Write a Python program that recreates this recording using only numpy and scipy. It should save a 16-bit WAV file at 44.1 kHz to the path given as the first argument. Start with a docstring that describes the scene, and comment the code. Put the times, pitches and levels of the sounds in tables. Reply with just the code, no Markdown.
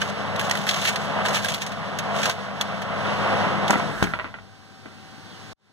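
"""A fan oven hums and blows, open, in a kitchen; paper rustles and snaps; a door slams, rattles and muffles the fan.
Fan: coloured noise and wavering sines. A paper-lined tin pushed along the wire rack: random crinkles, noise bursts, pings.
Door: air through its closing gap, knocks ringing the hardware, pressure pulses and sagging panel modes.
Two close microphone ports hear it, unequal in level and phase; near the end all sound drops out and returns lower."""
import sys
import numpy as np
from scipy import signal
from scipy.fft import rfft, irfft, next_fast_len
from scipy.io import wavfile

SR = 44100
rng = np.random.default_rng(int(sys.argv[2]) if len(sys.argv) > 2 else 0)


def store_pcm(level_fs):
    """Save levels as 16-bit WAV."""
    pcm = np.round(np.clip(level_fs, -1, 1) * 32767).astype(np.int16)
    wavfile.write(sys.argv[1], SR, np.atleast_2d(pcm).T)


def volts_from_decibels(level):
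    """Turn decibel levels (scalar or array-like) into linear amplitude factors."""
    exponent = np.asarray(level, float) / 20
    return 10 ** exponent


N = 252408

# Noise spectra. Each row: frequency in Hz, relative density in dB per Hz.
AIR_SPECTRUM = [(200, -18.5), (300, -15.5), (430, -8.5), (560, -1), (700, 0.5), (900, -3), (1100, -2),
                (1500, -5.5), (2400, -11.5), (3000, -14), (4500, -32.5)]
CAVITY_SPECTRUM = [(230, -11), (290, 8.5), (350, 10), (430, 10), (520, -23.5)]
RUMBLE_SPECTRUM = [(25, -10.5), (60, -11), (85, -7), (125, 5), (160, 10), (200, 6), (240, 2), (300, -1.5),
                   (400, -49)]
HISS_SPECTRUM = [(1500, -18), (2500, -14.5), (3300, -1.5), (5000, -7.5), (7000, -15.5), (9000, -21),
                 (11000, -27.5), (15000, -32.5), (15700, -67)]
UPPER_HISS_SPECTRUM = [(4200, -24), (5000, -5.5), (6500, -2), (8500, 3.5), (9500, -12.5), (10500, -35)]
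MUFFLED_SPECTRUM = [(25, -24.5), (70, -15.5), (100, -8), (150, -5), (250, -7.5), (450, -14), (1000, -15.5),
                    (1600, -14), (2700, -20), (4500, -20.5), (7000, -30.5), (9000, -33.5), (11000, -42.5),
                    (15000, -44), (15900, -66)]
PUFF_SPECTRUM = [(20, -13), (45, -0.5), (80, -1.5), (130, 1.5)]   # air shoved by the swinging door
PAPER_SPECTRUM = [(700, -21.5), (1500, -3.5), (2500, -1.5), (3500, -4.5), (5500, -11), (7000, -9.5),
                  (9000, -19.5), (12000, -24), (15000, -27.5), (15900, -47.5)]
SHEEN_SPECTRUM = [(6000, -30.5), (8000, -3.5), (11000, 2), (15000, -10.5), (15900, -29)]   # brightest part of the paper

# Fan air, door open, then shut in. Each row: time in seconds, level in dB.
FAN_LEVEL = [(0.0, -32.5), (0.41, -30), (0.69, -33.5), (0.95, -32.5), (1.21, -28), (1.33, -27.5),
             (1.44, -33.5), (1.64, -37), (1.9, -34), (2.12, -30), (2.28, -29), (2.5, -34), (2.86, -33),
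             (3.02, -30), (3.22, -26.5), (3.42, -24.5), (3.61, -27.5), (3.85, -31), (4.05, -39),
             (4.45, -60.5), (4.6, -99)]
# Low-mid cavity ring, growing as the door comes up. Each row: time in seconds, level in dB against the air.
CAVITY_LEVEL = [(3.0, -17.5), (3.9, -6.5), (4.4, -15.5)]
# Upper fan hiss, coming forward as the door rises. Each row: time in seconds, level in dB.
UPPER_HISS_LEVEL = [(2.7, -75), (3.2, -75), (4.0, -54), (4.3, -84)]
# Rumble through the shut door. Columns: start in seconds, end in seconds, dB at start, dB at end.
SHUT_RUMBLE_STROKE = (1, 10, -68, -57.5)
# Brief level dips. Each row: time in seconds, depth in dB, recovery time constant in seconds.
LEVEL_DIPS = [(1.55, -2.5, 0.079), (2.304, -7, 0.13)]
# Motor and blade tones. Each row: frequency in Hz, dB with door open, dB with door shut, wander in Hz.
MOTOR_TONES = [(100.2, -7.5, -8, 0.27), (200.5, -1, -15, 1.44), (444.6, -11.5, -27, 3),
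               (501.8, -10, -35, 2), (670, -8, -31, 3.024), (771, -36, -11.5, 1.2), (1550, -35, -19, 3)]
# Rustling drags of the tin, the last a scuff of the door as it starts up. Each row: start in seconds, end in
# seconds, # dB at start, dB at end.
DRAGS = [(0.0, 0.094, -47, -51), (0.402, 0.63, -44.5, -48), (0.664, 0.895, -41.5, -37),
         (0.936, 1.048, -57, -47.5), (1.261, 1.543, -41, -40.5), (1.58, 1.72, -51, -59),
         (2.159, 2.305, -45, -38.5), (3.701, 3.817, -43.5, -52)]
# Paper snaps, ticks of tin and wire. Each row: time in seconds, reference level in dB, t60 in seconds,
# ping in Hz, sheen in dB against the reference.
SNAP_EVENTS = [(0.0162, -16.5, 0.066, 1550, -27), (0.098, -27.5, 0.033, 1550, -36),
               (0.3604, -24, 0.038, 3890, -25), (0.395, -20.5, 0.049, 1690, -16.5),
               (0.412, -21.5, 0.033, 1650, -17), (0.496, -19, 0.027, 3270, -22),
               (0.511, -10.5, 0.031, 1910, -25.5), (0.5521, -19.5, 0.027, 1950, -22.5),
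               (0.5713, -21.5, 0.045, 3130, -17), (0.6137, -27, .04, 3300, -33),
               (0.667, -20, 0.04, 1510, -20), (0.676, -22.5, .05, 3300, -21),
               (0.689, -14.5, 0.062, 3200, -23), (0.71, -17.5, 0.046, 3300, -27),
               (0.744, -15.5, 0.017, 3250, -29), (0.8506, -17, 0.11, 2820, -20.5),
               (0.874, -18.5, 0.08, 3300, -22), (0.958, -17.5, 0.044, 1840, -30),
               (1.2525, -17.5, 0.04, 1600, -40), (1.259, -18.5, .04, 1600, -31),
               (1.283, -18.5, 0.04, 1660, -28.5), (1.3435, -17.5, 0.11, 3350, -27.5),
               (1.356, -19.5, .05, 3370, -26.5), (1.368, -21, 0.11, 3180, -24),
               (1.445, -14.5, 0.048, 1600, -18), (1.485, -17.5, 0.054, 3400, -25),
               (1.5192, -22, 0.046, 3300, -29), (1.5436, -19, 0.04, 3380, -12),
               (1.618, -23, 0.081, 3200, -23), (1.6639, -25, 0.075, 3290, -22),
               (1.719, -29.5, 0.072, 1690, -27), (1.9871, -18.5, 0.053, 3100, -17.5),
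               (2.2171, -22, 0.046, 1550, -23.5), (2.2301, -16, 0.093, 3340, -25.5),
               (2.2556, -15.5, 0.065, 1600, -22.5), (2.296, -16, 0.033, 1550, -18.5),
               (2.6103, -13, 0.05, 3370, -21.5), (2.817, -27, 0.077, 1770, -25.5),
               (3.6787, -19, 0.06, 3300, -40), (3.7062, -11, 0.022, 7100, -30)]
# Tin resonances. Each row: frequency in Hz, width in Hz, level in dB.
TIN_MODES = [(1210, 700, 4.5), (1650, 230, -9.5)]
# Sliding airy bands. Each row: start in seconds, end in seconds, dB at start, dB at end, from Hz, to Hz.
SLIDING_BANDS = [(3.5, 4, -60, -57, 5000, 2900), (4.86, 5.137, -59, -62, 2300, 3120),
                 (5.25, 5.358, -58, -51.5, 3960, 2900), (5.38, 5.594, -63.5, -55, 3200, 3750),
                 (5.37, 5.6, -63.5, -61, 6400, 7200)]
# Whistle of the door gap. Each row: frequency in Hz, width in Hz, level in dB.
GAP_MODES = [(1310, 34, -0.43), (1600, 360, -1.1)]
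# Door hardware knocking as it swings and after it shuts. Each row: time in seconds, reference level in dB,
# t60 in seconds, contact pitch in Hz.
KNOCK_EVENTS = [(3.696, -8.5, 0.033, 840), (3.7011, -6, 0.026, 800), (3.7063, -7.5, 0.078, 825),
                (3.7309, -9.5, 0.057, 920), (3.740, -13, 0.059, 1200), (3.7552, -8, 0.046, 865),
                (3.798, -11, 0.06, 840), (4.0415, -18.5, 0.077, 1250), (4.071, -25, 0.046, 1300),
                (4.1367, -16, 0.087, 1400), (4.189, -22.5, 0.11, 1270), (4.1973, -19.5, 0.082, 1320),
                (4.2435, -22, 0.15, 1190), (4.341, -25.5, 0.092, 1200), (4.3862, -33, 0.076, 1200),
                (4.8552, -25, 0.13, 210), (4.855, -32.5, 0.16, 700), (4.8587, -37, 0.14, 1450)]
# Hardware resonances. Each row: frequency in Hz, width in Hz, level in dB.
HARDWARE_MODES = [(191, 48, 2), (340, 180, -3), (638, 37, -1), (1000, 170, -3.5), (1374, 57, 1),
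                  (1550, 77, -5), (1918, 100, 0), (2400, 410, -4), (3300, 510, -9), (4400, 610, -9.5)]
# Door panel modes. Each row: settled frequency in Hz, level in dB, t60 in seconds.
PANEL_MODES = [(48.3, -25, 0.2), (78.5, -21.5, 0.19), (159.4, -11, 0.2), (210, -21, 0.26)]
# The two ports. Each row: frequency in Hz, left over right in dB, left's lead in radians, likeness 0-1.
PORT_RESPONSE = [(50, 6, -2.2, .9), (160, 8, -1.9, .96), (300, 9, -1.75, .87), (650, 0, -1.0, .95),
                 (900, 0, -.45, .93), (1200, -.5, 0, .98), (1500, -3, .35, .85), (1800, -5, 1.8, .7),
                 (2450, -1.5, 3.14, .95), (3000, 0, 4.6, .55), (3500, .5, 6.2, .62), (4950, -1, 3.14, .6),
                 (7550, -3, -3.14, .7), (10300, -4, -9.4, .6), (15500, -7, -19.5, .55)]

USUAL_AIR_DB = -32
HUM_DB, RUMBLE_DB, HISS_DB = -37, -37.5, -46   # at the usual air level
HUM_FOLLOWS, HISS_FOLLOWS = 0.73, 0.67   # share of the air's swing in dB
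WHINE_ABOVE_HZ, WHINE_SAG_PER_S, WHINE_NOMINAL_S = 720, 0.007, 5
SHUT_TONES_DB, SHUT_TONES_FOLLOW, USUAL_SHUT_DB = -47, 0.4, -47
GAP_PEAK_S, GAP_DRIVE_DB, GAP_RISE_DB_PER_S, GAP_FALL_DB_PER_S = 4.025, -13.5, 96, 91
GAP_SEALED_S, GAP_SEAL_DB_PER_S = 4.33, 130   # extra fall once sealed
SHOVE_DB, SHOVE_RISE_DB_PER_S, SHOVE_FALL_DB_PER_S = -37, 55, 50
DRAG_RISE_DB_PER_S, DRAG_FALL_DB_PER_S = 740, 380
CRINKLES_PER_S, CRINKLE_T60_S = 900, 0.051
CRINKLE_Q, CRINKLE_RING_DB = 4.1, -4   # ring against the grain
RUSTLE_DB, RUSTLE_SHEEN_DB, RASP_DB = 2.0, -14, -3.5   # against the drag level
CRACKLE_DB, PING_DB, PING_T60_CYCLES = -7, -5.5, 81
SNAP_COLOUR_DB, SNAP_SPREAD_S, SNAP_DB_PER_OCTAVE = 3.5, 0.002, -3.0
TIN_DB, TIN_DB_PER_OCTAVE, TIN_REF_HZ = -2.5, -4.5, 1600   # low snaps ring the tin more
SWISH_RISE_DB_PER_S, SWISH_FALL_DB_PER_S = 240, 170
CHATTER_DB, KNOCK_TAIL_DB, KNOCK_TAIL_STRETCH = 7, -2, 2.2
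CLICK_DB, CONTACT_REF_HZ = 30.5, 1400
TAP_DB, TAP_DB_PER_OCTAVE, TAP_SWELL_CYCLES = 6, 11, 0.38
SLAM_S, CRACK_DB, THUD_DB, THUD_T60_S, RATTLE_DB = 4.0255, -19.5, -29, 0.14, 2.2
DROPOUT_S, SILENT_S, DROPOUT_DB, RETURN_DB, RETURN_S = 5.531, 0.023, -58, -18, 0.042


def curve(rows):
    """Joins (time, value) rows by straight lines, one value a sample."""
    s, value = np.transpose(rows)
    return np.interp(np.arange(N) / SR, s, value)


def stroke(start, end, start_db, end_db, rise, fall):
    """Level in dB: straight from start to end, entered and left at slopes in dB per s."""
    t = np.arange(N) / SR
    level_db = np.interp(t, [start, end], [start_db, end_db])
    return level_db - rise * np.maximum(start - t, 0) - fall * np.maximum(t - end, 0)


def noise():
    """Two unrelated draws, one for each path to the ports."""
    return rng.standard_normal((2, N))


def coloured(x, spectrum, band_hz):
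    """Shapes x by a spectrum; rms 1 inside the band."""
    size = next_fast_len(N)
    hz = np.arange(size // 2 + 1) * SR / size + 1e-3   # keeps the log finite
    at, db = np.transpose(spectrum)
    gain_db = np.interp(np.log(hz), np.log(at), db, left=-120, right=-120)
    shaped = rfft(x, size) * volts_from_decibels(gain_db)
    inside = (hz > band_hz[0]) & (hz < band_hz[1])
    power = 2 * np.mean(np.sum(abs(shaped[..., inside]) ** 2, axis=-1))
    return irfft(shaped, size)[..., :N] * size / np.sqrt(power)


def drift(rate_hz):
    """Slow random wander, drawn at every 20th sample; spread 1."""
    r = np.exp(-2 * 20 * np.pi * rate_hz / SR)
    draws = rng.standard_normal((N + SR) // 20 + 2)
    slow = signal.lfilter([1], [1, -2 * r, r * r], draws)[SR // 20:]   # settled part
    return np.interp(np.arange(N) / 20, np.arange(len(slow)), slow / slow.std())


def resonances(x, modes):
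    """Parallel two-pole resonators, signs alternating."""
    out = 0
    for k, (hz, width_hz, db) in enumerate(modes):
        r = np.exp(-np.pi * width_hz / SR)
        feed = [(1 - r * r) / 2, 0, (r * r - 1) / 2]
        back = [1, -2 * r * np.cos(2 * np.pi * hz / SR), r * r]
        out = out + (-1) ** k * volts_from_decibels(db) * signal.lfilter(feed, back, x + 1e-18)
    return out


def bursts(times_s, level_db, t60_s):
    """Envelope that jumps at each time and dies away exponentially."""
    out, age = np.zeros(N), np.arange(SR // 4) / SR
    for s, db, decay in zip(times_s, level_db, t60_s):
        i = round(s * SR)
        out[i:i + len(age)] += volts_from_decibels(db - 60 * age / decay)[:N - i]
    return out


def fan_air():
    """Turbulent air as bands of noise: main blow, cavity ring, rumble and two hisses, each with its own level."""
    air_db = curve(FAN_LEVEL)
    swing_db = air_db - USUAL_AIR_DB
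    out = volts_from_decibels(air_db + 1.0 * drift(12.3)) * coloured(noise(), AIR_SPECTRUM, (450, 1100))
    out += volts_from_decibels(air_db + curve(CAVITY_LEVEL)) * coloured(noise(), CAVITY_SPECTRUM, (230, 520))
    rumble = volts_from_decibels(RUMBLE_DB + HUM_FOLLOWS * swing_db + 1.3 * drift(5.0))
    rumble = rumble + volts_from_decibels(stroke(*SHUT_RUMBLE_STROKE, 100, 0))
    out += rumble * coloured(noise(), RUMBLE_SPECTRUM, (80, 260))
    hiss_db = HISS_DB + HISS_FOLLOWS * swing_db + 1.5 * drift(4.2)
    out += volts_from_decibels(hiss_db) * coloured(noise(), HISS_SPECTRUM, (2800, 4500))
    return out + volts_from_decibels(curve(UPPER_HISS_LEVEL)) * coloured(noise(), UPPER_HISS_SPECTRUM, (4200, 10500))


def shut_fan_db():
    """Level of the muffled fan, fading in and then rising slowly."""
    return stroke(4.5, 5.5, -50, -41.5, 18, 0)


def motor_tones():
    """Motor and blade sines wandering in pitch and level; the door swaps their balance and the high whines sag."""
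    t = np.arange(N) / SR
    open_hum_db = HUM_DB + HUM_FOLLOWS * (curve(FAN_LEVEL) - USUAL_AIR_DB)
    shut_hum_db = SHUT_TONES_DB + SHUT_TONES_FOLLOW * (shut_fan_db() - USUAL_SHUT_DB)
    shut_hum_db -= 100 * np.maximum(GAP_SEALED_S + 0.075 - t, 0)
    out = np.zeros(N)
    for hz, open_db, shut_db, wander_hz in MOTOR_TONES:
        sag = WHINE_SAG_PER_S * (t - WHINE_NOMINAL_S) * (hz > WHINE_ABOVE_HZ)
        pitch_hz = hz * (1 - sag) + wander_hz * drift(3.08)
        level = volts_from_decibels(open_hum_db + open_db) + volts_from_decibels(shut_hum_db + shut_db)
        sine = np.sin(np.cumsum(2 * np.pi * pitch_hz / SR))
        out += level * volts_from_decibels(1.6 * drift(4.6)) * np.sqrt(2) * sine
    return out


def rustle():
    """Dense clumped crinkles, each a decaying grain with a short ring, plus sheen and a smooth tin rasp, under the drags."""
    level = sum(volts_from_decibels(stroke(*drag, DRAG_RISE_DB_PER_S, DRAG_FALL_DB_PER_S)) for drag in DRAGS)
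    born = rng.random(N) < CRINKLES_PER_S * volts_from_decibels(3.5 * drift(60)) / SR   # chance itself drifts
    sizes = born * volts_from_decibels(3.0 * np.minimum(rng.exponential(1, N), 5))
    grain = signal.lfilter([1], [1, -volts_from_decibels(-60 / (CRINKLE_T60_S * SR))], sizes)
    pitches_hz = np.geomspace(2200, 14000, num=10)
    dealt = rng.integers(0, 10, size=(2, N))   # which pitch each crinkle rings
    rings = sum(resonances(sizes * (dealt == k), [(hz, hz / CRINKLE_Q, 0)])
                for k, hz in enumerate(pitches_hz))
    crinkles = grain * noise() / np.sqrt(np.mean(grain ** 2))
    crinkles += volts_from_decibels(CRINKLE_RING_DB) * rings / rings.std()
    out = level * volts_from_decibels(RUSTLE_DB) * coloured(crinkles, PAPER_SPECTRUM, (5000, 12000))
    out += level * volts_from_decibels(RUSTLE_SHEEN_DB) * coloured(noise(), SHEEN_SPECTRUM, (6000, 15000))
    return out + level * volts_from_decibels(RASP_DB) * coloured(noise(), HISS_SPECTRUM, (2800, 4500))


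def snaps():
    """Each snap is a bright crackle, a decaying ping at a pitch of its own and a duller ring of the tin."""
    s, ref_db, t60_s, ping_hz, sheen_db = np.transpose(SNAP_EVENTS)
    crackle = coloured(noise(), PAPER_SPECTRUM, (2500, 14000))
    edges_hz = np.geomspace(700, 16000, num=9)
    # each snap favours other bands, which break a little apart
    colour_db = SNAP_COLOUR_DB * rng.standard_normal((len(s), len(edges_hz)))
    late_s = SNAP_SPREAD_S * rng.random((len(s), len(edges_hz)))
    out = np.zeros((2, N))
    for k in range(len(edges_hz) - 1):
        octaves = abs(np.log2(edges_hz[k] / ping_hz))   # thins away from the ping
        band_db = ref_db + CRACKLE_DB + colour_db[:, k] + SNAP_DB_PER_OCTAVE * octaves
        band = signal.butter(1, edges_hz[k:k + 2], "band", fs=SR, output="sos")
        out += bursts(s + late_s[:, k], band_db, t60_s) * signal.sosfilt(band, crackle)
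    out += bursts(s, ref_db + sheen_db, t60_s) * coloured(noise(), SHEEN_SPECTRUM, (6000, 15000))
    tin_db = ref_db + TIN_DB + TIN_DB_PER_OCTAVE * np.log2(ping_hz / TIN_REF_HZ)
    out += resonances(bursts(s, tin_db, t60_s) * noise(), TIN_MODES)
    age = np.arange(SR // 20) / SR
    for at, db, hz in zip(s, ref_db, ping_hz):
        i = round(at * SR)
        fading = volts_from_decibels(db + PING_DB - 60 * age * hz / PING_T60_CYCLES)
        out[:, i:i + len(age)] += fading * np.sin(2 * np.pi * hz * age)
    return out


def level_dips():
    """Gain that drops at once and comes back slowly at each dip."""
    t, gain_db = np.arange(N) / SR, np.zeros(N)
    for s, db, recovery_s in LEVEL_DIPS:
        gain_db += db * np.exp(-np.maximum(t - s, 0) / recovery_s) * (t > s)
    return volts_from_decibels(gain_db)


def swish():
    """Soft airy bands: low-passed noise on a carrier that slides in pitch."""
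    out, t = 0, np.arange(N) / SR
    low = signal.butter(2, 220, fs=SR, output="sos")
    spread = signal.sosfilt(low, rng.standard_normal((2, 2, N)))
    flutter_db = 3.5 * drift(3.3)
    for start, end, start_db, end_db, from_hz, to_hz in SLIDING_BANDS:
        phase = np.cumsum(2 * np.pi * np.interp(t, [start, end], [from_hz, to_hz]) / SR)
        band = spread[0] * np.cos(phase) + spread[1] * np.sin(phase)
        level_db = stroke(start, end, start_db, end_db, SWISH_RISE_DB_PER_S, SWISH_FALL_DB_PER_S)
        out = out + volts_from_decibels(level_db + flutter_db) * band / band.std()
    return out


def door_air():
    """Noise whistling through the narrowing door gap, and a low puff shoved by the swing."""
    t = np.arange(N) / SR
    gap_db = stroke(GAP_PEAK_S, GAP_PEAK_S + 1e-3, 0, 0, GAP_RISE_DB_PER_S, GAP_FALL_DB_PER_S)
    gap_db -= GAP_SEAL_DB_PER_S * np.maximum(t - GAP_SEALED_S, 0)
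    shove_db = stroke(GAP_PEAK_S, GAP_PEAK_S + 1e-3, SHOVE_DB, SHOVE_DB,
                      SHOVE_RISE_DB_PER_S, SHOVE_FALL_DB_PER_S)
    out = volts_from_decibels(gap_db + GAP_DRIVE_DB) * resonances(noise(), GAP_MODES)
    return out + volts_from_decibels(shove_db) * coloured(noise(), PUFF_SPECTRUM, (20, 130))


def knocks():
    """A sharp tap; a click and a short chatter, coloured by the contact's own pitch, ring the hardware."""
    out, taps, age = np.zeros((2, N)), np.zeros(N), np.arange(SR // 4) / SR
    chatter = rng.standard_normal((len(KNOCK_EVENTS), 2, len(age)))
    for (s, db, t60_s, hz), shake in zip(KNOCK_EVENTS, chatter):
        fading_db = -60 * age / t60_s
        tail = volts_from_decibels(KNOCK_TAIL_DB + fading_db / KNOCK_TAIL_STRETCH)   # weaker, longer
        blow = (volts_from_decibels(CHATTER_DB + fading_db) + tail) * shake
        blow[:, 0] += volts_from_decibels(CLICK_DB) * hz / CONTACT_REF_HZ   # a harder contact clicks more sharply
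        for _ in range(2):
            blow = signal.lfilter(*signal.butter(2, 2.38 * hz, fs=SR), blow)   # a softer one is duller
        blow = signal.lfilter(*signal.butter(1, 0.44 * hz, "high", fs=SR), blow)   # a small one lacks bass
        i = round(s * SR)
        out[:, i:i + len(age)] += volts_from_decibels(db) * blow
        swell = age * hz / TAP_SWELL_CYCLES
        tap_db = db + TAP_DB + TAP_DB_PER_OCTAVE * np.log2(hz / CONTACT_REF_HZ)
        taps[i:i + len(age)] += volts_from_decibels(tap_db) * swell * np.exp(1 - swell) * np.sin(2 * np.pi * hz * age)
    return resonances(out, HARDWARE_MODES) + taps


def slam():
    """Pressure pulses, a crack in two parts, a dull frame thud and low panel modes sagging in pitch."""
    since = np.arange(N) / SR - SLAM_S
    age = np.maximum(since, 0)
    contacts_s = [SLAM_S + 0.0015, SLAM_S + 0.014]
    crack = bursts(contacts_s, [CRACK_DB, CRACK_DB - 6.5], [0.045, 0.05])
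    out = crack * coloured(noise(), PAPER_SPECTRUM, (700, 14000))
    out += 0.3 * np.exp(-(since / 0.0004) ** 2)   # the seal meets the frame first
    out += 1.05 * np.exp(-((age - 0.0007) / 0.00017) ** 2) * (age > 0)   # main pulse
    out -= 0.12 * np.exp(-((age - 0.004) / 0.002) ** 2) * (age > 0)   # the air springs back
    thud = bursts(contacts_s, [THUD_DB, THUD_DB], [THUD_T60_S] * 2)
    out += thud * coloured(noise(), CAVITY_SPECTRUM, (230, 520))
    stretched = age + 0.28 * 0.041 * (1 - np.exp(-age / 0.042))   # tense at first, then slack
    for hz, db, t60_s in PANEL_MODES:
        level = volts_from_decibels(db - 60 * age / t60_s + RATTLE_DB * drift(25.0))   # uneven ring
        out += level * (1 - np.exp(-age / 0.03)) * np.sin(2 * np.pi * hz * stretched)
    return out


def shut_fan():
    """Fan noise through the shut door, its treble muffled."""
    return volts_from_decibels(shut_fan_db()) * coloured(noise(), MUFFLED_SPECTRUM, (60, 8000))


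def dropout():
    """Gain that falls away in 2.7 ms, holds, and returns part of the way."""
    age = np.arange(N) / SR - DROPOUT_S
    back = np.exp(-np.maximum(age - SILENT_S, 0) / RETURN_S)
    return volts_from_decibels(np.clip(age / 0.0027, 0, 1) * (RETURN_DB + (DROPOUT_DB - RETURN_DB) * back))


def ports(paths, treble_db):
    """The right port hears the left's path shifted in phase and level, mixed with the unrelated path."""
    size = next_fast_len(N + 4096)
    hz = np.arange(size // 2 + 1) * SR / size
    at, *columns = np.transpose(PORT_RESPONSE)
    tilt_db, lead_rad, alike = [np.interp(hz, at, c) for c in columns]
    tilt_db = tilt_db + treble_db * np.clip(hz / 15000, 0, 1)   # the body shades the treble by direction
    shared, own = rfft(paths, size)
    left_gain = np.sqrt(2 / (1 + volts_from_decibels(-2 * tilt_db)))   # total power is kept
    right = alike * shared + np.sqrt(1 - alike ** 2) * own
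    right = right * np.exp(-1j * lead_rad) * volts_from_decibels(-tilt_db)
    return irfft(left_gain * np.array([shared, right]), size)[:, :N]


def scene():
    """The fan and the contacts arrive from different directions."""
    fan = level_dips() * (fan_air() + motor_tones() + door_air() + shut_fan())
    contacts = rustle() + snaps() + knocks() + slam()
    return dropout() * (ports(fan + swish(), treble_db=-1.5) + ports(contacts, treble_db=3.0))


def roll_off(x):
    """The treble ends steeply here."""
    return signal.sosfilt(signal.butter(12, 15980, fs=SR, output="sos"), x)


def record(dry):
    """Cuts the deepest bass and clips at full scale."""
    high_pass = signal.butter(2, 40, "high", fs=SR, output="sos")
    mix = np.clip(signal.sosfilt(high_pass, dry), -1, 1)
    return roll_off(mix)


dry = scene()
out = record(dry)
store_pcm(out)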